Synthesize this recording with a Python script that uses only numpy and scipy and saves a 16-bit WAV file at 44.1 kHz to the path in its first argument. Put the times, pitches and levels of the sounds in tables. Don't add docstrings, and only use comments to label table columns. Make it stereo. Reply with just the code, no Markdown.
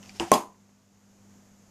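import sys
import numpy as np
from scipy import signal
from scipy.fft import rfft, irfft
from scipy.io import wavfile
from scipy.ndimage import uniform_filter1d

SR = 44100
rng = np.random.default_rng(int(sys.argv[2]) if len(sys.argv) > 2 else 0)


def to_wav(s):
    ch = np.atleast_2d(s).T
    pcm = np.round(np.clip(ch, -1, 1) * 32767)
    wavfile.write(sys.argv[1], SR, pcm.astype(np.int16))


N = 74970

# frequency_hz, correlation
COHERENCE = [(100, 0.87), (300, 0.82), (600, 1), (1100, .35), (2200, 0.045), (15000, 0.061)]
# pitch_hz, level_db
HUM_PARTIALS = [(100, -70), (199.5, -62.5), (247.5, -72.5), (300, -83)]
# time_s, gain_db
HUM_ENVELOPE = [(0, 8), (.15, 8.5), (.5, 0), (.65, -1.5), (.95, -2), (1.15, 1), (1.35, 6), (1.43, 0.5),
                (1.7, 1)]
HISS_ENVELOPE = [(0, -55), (.55, -65), (.9, -66.5), (1.1, -63.5), (1.35, -60), (1.5, -61.5), (1.7, -61)]
FRICTION_ENVELOPE = [(0, -71), (.035, -60), (.09, -57.5), (.135, -59.5), (.165, -51.5), (.185, -56),
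                     (.26, -56.5), (.285, -51.5), (.31, -54), (.34, -75)]
# start_s, level_db, pitch_hz
TICKS = [(0.0284, -43.5, 3000), (.0348, -49, 2860), (0.0494, -49.5, 2660), (0.0593, -47, 2640),
         (0.0936, -36.5, 2400), (0.309, -45.5, 2356)]
# centre_s, width_s, pitch_hz, level_db
SQUEAKS = [(0.098, .012, 760, -59.5), (.168, .004, 5300, -54), (.25, 0.0042, 770, -37),
           (0.282, 0.0047, 765, -38.5)]
# start_s, level_db
TAPS = [(0.545, -59.5), (0.691, -60)]
# pitch_hz, level_db, t60_s, rise_s
KNOCK_MODES = [(75.23, -36, .12, 0.0048), (234, -25, .09, 0.0025), (339.7, -11.5, .14, .032),
               (450, -30, 0.12, 0.0014), (752.5, -30.5, .17, 0.0024), (905, -30, .14, .002),
               (936, -39.5, 0.14, .002), (2820, -19.5, 0.017, 0.0001), (4920, -21.5, 0.0062, 0.00013),
               (3062, -42.5, .15, .001), (5010, -43, .2, .001)]
POP_MODES = [(168, -23.5, 0.13, 0.0034), (228.1, -19.5, 0.16, 0.002), (255.6, -17.5, 0.17, .002),
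             (340.9, -26, .24, 0.0033), (428, -20, .19, 0.0024), (519.5, -25, .16, .003),
             (603.3, -15.5, .16, 0.0046), (628.3, -16.5, .17, 0.0084), (681, -21.5, 0.15, .005),
             (727, -22, .2, .005), (820, -19, 0.2, .004), (902.8, -21.5, .18, 0.0058),
             (968.4, -23, .22, .008), (997, -21.5, 0.32, .008), (1040, -19.5, 0.27, .01),
             (1145, -27.5, .18, .003), (1317, -31.5, 0.25, 0.0017), (1541, -36, .2, 0.0026)]
TUBE_MODES = [(3330, -26, .05, .001), (5010, -24.5, 0.061, 0.00087)]
# frequency_hz, gain_db
HISS_SPECTRUM = [(25, 0), (60, -1.5), (100, 2.5), (170, 5.5), (300, -0.5), (500, -2), (800, -5),
                 (1600, -10), (3800, -19.5), (5200, -15), (6700, -6), (7500, -11.5), (8500, -22),
                 (14500, -23)]
FRICTION_SPECTRUM = [(200, -4.5), (340, 6), (480, -5), (770, 2), (1300, -5.5), (2900, -1), (4000, -3),
                     (5200, 0.5), (7200, -4.5), (9000, -10), (15000, -21)]
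CLICK_SPECTRUM = [(500, -13.5), (1200, -8.5), (1900, 2), (2800, 2), (3900, -8.5), (5000, -1.5),
                  (7000, -2.5), (9000, -16.5), (11000, -29.5), (15000, -32.5)]
KNOCK_ROOM_SPECTRUM = [(50, -14), (200, 2.5), (500, -6), (900, 1), (1300, -7.5), (2000, -11), (3000, -11.5),
                       (4000, -23), (5500, -18), (7200, -16), (9500, -23), (11000, -29), (15000, -35)]
BOOM_SPECTRUM = [(30, -31), (70, -17), (115, -18.5), (170, -6.5), (450, -3.5), (700, -1.5), (1080, 1.5),
                 (1300, -14.5), (1550, -23.5), (3000, -52.5)]
TAIL_SPECTRUM = [(700, -14), (1400, 0), (2600, 1), (3800, -4), (5000, -0.5), (5700, -6), (6600, 4.5),
                 (8000, -4.5), (10000, -5), (14000, -11), (16000, -15)]
CRACK_SPECTRUM = [(800, -6), (1800, 1), (2700, 0), (3900, -5), (5200, -5), (6500, 9), (7800, -5.5),
                  (9200, 4), (11000, -10.5), (15000, -8.5)]
SLAP_SPECTRUM = [(800, -11.5), (1800, -3), (3100, 3), (4000, -6.5), (5000, -3), (7000, 1.5), (9000, -2.5),
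                 (11000, -1), (14000, -6)]
TAP_SPECTRUM = [(200, 1), (700, 5), (2000, 0), (3500, -18), (8000, -27)]

KNOCK_S, POP_S, CRACK_S, CATCH_S = .1978, .3164, .3171, .3372
PUMP_PAN_DB, POP_PAN_DB = 6.5, -1.45


def undb(db):
    return 10 ** (np.asarray(db) / 20)


def since(start):
    return np.maximum(np.arange(N) / SR - start, 0)


def envelope(points):
    return undb(np.interp(since(0), *np.array(points).T))


def fade(t, t60, rise, hold=0):
    return (1 - np.exp(-t / rise)) * undb(-60 * np.maximum(t - hold, 0) / t60)


def pulse(t, centre, width):
    return np.exp(-((t - centre) / width) ** 2 / 2)


def pan(db):
    gains = undb(np.array([[db], [-db]]) / 2)
    return gains / gains.mean()


def noise(spectrum):
    log_hz = np.log(np.maximum(np.fft.rfftfreq(N, 1 / SR), 1))
    along = lambda points: np.interp(log_hz, np.log(np.array(points)[:, 0]), np.array(points)[:, 1])
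    correlation = along(COHERENCE)
    mid, side = rfft(rng.standard_normal((2, N))) * undb(along(spectrum))
    side = side * np.sqrt((1 - correlation) / (1 + correlation))
    return irfft(np.array([mid + side, mid - side]), N) / irfft(mid, N).std()


def ring(t, hz, db, t60, rise):
    return undb(db) * fade(t, t60, rise) * np.sin(2 * np.pi * hz * t)


def room_tone():
    t, hum = since(0), 0
    for hz, db in HUM_PARTIALS:
        waver_db = 2 * np.interp(t, np.linspace(0, t[-1], 40), rng.standard_normal(40))
        hum += undb(db + waver_db) * np.sqrt(2) * np.sin(2 * np.pi * (hz * t + rng.random()))
    return hum * envelope(HUM_ENVELOPE) + noise(HISS_SPECTRUM) * envelope(HISS_ENVELOPE)


def plunger():
    out = noise(FRICTION_SPECTRUM) * envelope(FRICTION_ENVELOPE) * pan(PUMP_PAN_DB)
    click_noise, room_noise = noise(CLICK_SPECTRUM), noise(CLICK_SPECTRUM)
    t60 = .016
    for start, db, hz in TICKS:
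        t = since(start)
        tone = ring(t, hz, db, t60, rise=.00016) + ring(t, 2 * hz, db - 2.5, t60, rise=.000204)
        click = click_noise * undb(db - 6) * fade(t, t60, rise=.0001)
        room = room_noise * undb(db - 16.5) * fade(t, t60=.1125, rise=.004)
        out += (tone + click) * pan(PUMP_PAN_DB) + room
    return out


def seal_squeaks():
    jitter, out = .019, 0
    for centre, width, hz, db in SQUEAKS:
        wobble = uniform_filter1d(rng.standard_normal(N), size=100)
        phase = 2 * np.pi * np.cumsum(hz * (1 + jitter * wobble / wobble.std())) / SR
        out += undb(db) * pulse(since(0), centre, width) * np.sin(phase)
    return out


def plunger_knock():
    t = since(KNOCK_S)
    body = sum(ring(t, hz, *rest) * pan(PUMP_PAN_DB * min(hz / 3000, 1)) for hz, *rest in KNOCK_MODES)
    click = noise(CLICK_SPECTRUM) * undb(-20) * fade(t, t60=.0098, rise=.0001) * pan(PUMP_PAN_DB)
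    room = noise(KNOCK_ROOM_SPECTRUM) * undb(-29.5) * fade(t, t60=.27, rise=.0025)
    return body + click + room


def neck_resonance(t):
    start_hz, open_hz, clear_s = 498, 1079, .0024
    opening = (1 + np.tanh((t - clear_s) / .00036)) / 2
    hz = start_hz + (open_hz - start_hz) * opening
    phase = 2 * np.pi * np.cumsum(hz * (t > 0)) / SR
    puff = undb(-3) * pulse(t, centre=.002, width=.0011)
    note = undb(-8) * fade(t, t60=.13, rise=.006)
    room = undb(-27) * fade(t, t60=.17, rise=.03)
    return (puff + note + room) * np.sin(phase)


def low_resonances():
    lag_s = np.array([[.00025], [-.00025]]) / 2
    return sum(ring(since(POP_S + (-1) ** k * lag_s), *mode) for k, mode in enumerate(POP_MODES))


def cork_pop():
    right_lag_s = .00014
    neck = np.array([neck_resonance(since(POP_S + lag)) for lag in (0, right_lag_s)])
    radiation = signal.butter(2, 135.1, "high", fs=SR, output="sos")
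    return signal.sosfilt(radiation, neck + low_resonances()) * pan(POP_PAN_DB)


def pop_reverberation():
    t = since(POP_S)
    boom = noise(BOOM_SPECTRUM) * undb(-17.5) * fade(t, t60=.28, rise=.017)
    tail = noise(TAIL_SPECTRUM) * undb(-29.5) * fade(t, t60=.225, rise=.005, hold=.027)
    return boom * pan(POP_PAN_DB) + tail * pan(db=2)


def cork_crack():
    slip = undb(-22) * pulse(since(0), CRACK_S, width=.00036)
    release = undb(-8) * fade(since(CRACK_S), t60=.008, rise=.0001)
    return noise(CRACK_SPECTRUM) * (slip + release) * pan(db=9)


def cork_catch():
    t = since(CATCH_S)
    slap = noise(SLAP_SPECTRUM) * undb(-11) * fade(t, t60=.018, rise=.0026)
    ping = sum(ring(t, *mode) for mode in TUBE_MODES)
    return (slap + ping) * pan(db=7)


def handling_taps():
    bursts = sum(undb(db) * fade(since(start), t60=.048, rise=.001) for start, db in TAPS)
    return noise(TAP_SPECTRUM) * bursts


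def scene():
    stroke = plunger() + seal_squeaks() + plunger_knock()
    cork = cork_pop() + pop_reverberation() + cork_crack() + cork_catch()
    return stroke + cork + handling_taps() + room_tone()


def record(dry):
    low_pass = signal.ellip(12, .2, 100, 14400, fs=SR, output="sos")
    return signal.sosfilt(low_pass, np.clip(dry, -.95, .95))


dry = scene()
out = record(dry)
to_wav(out)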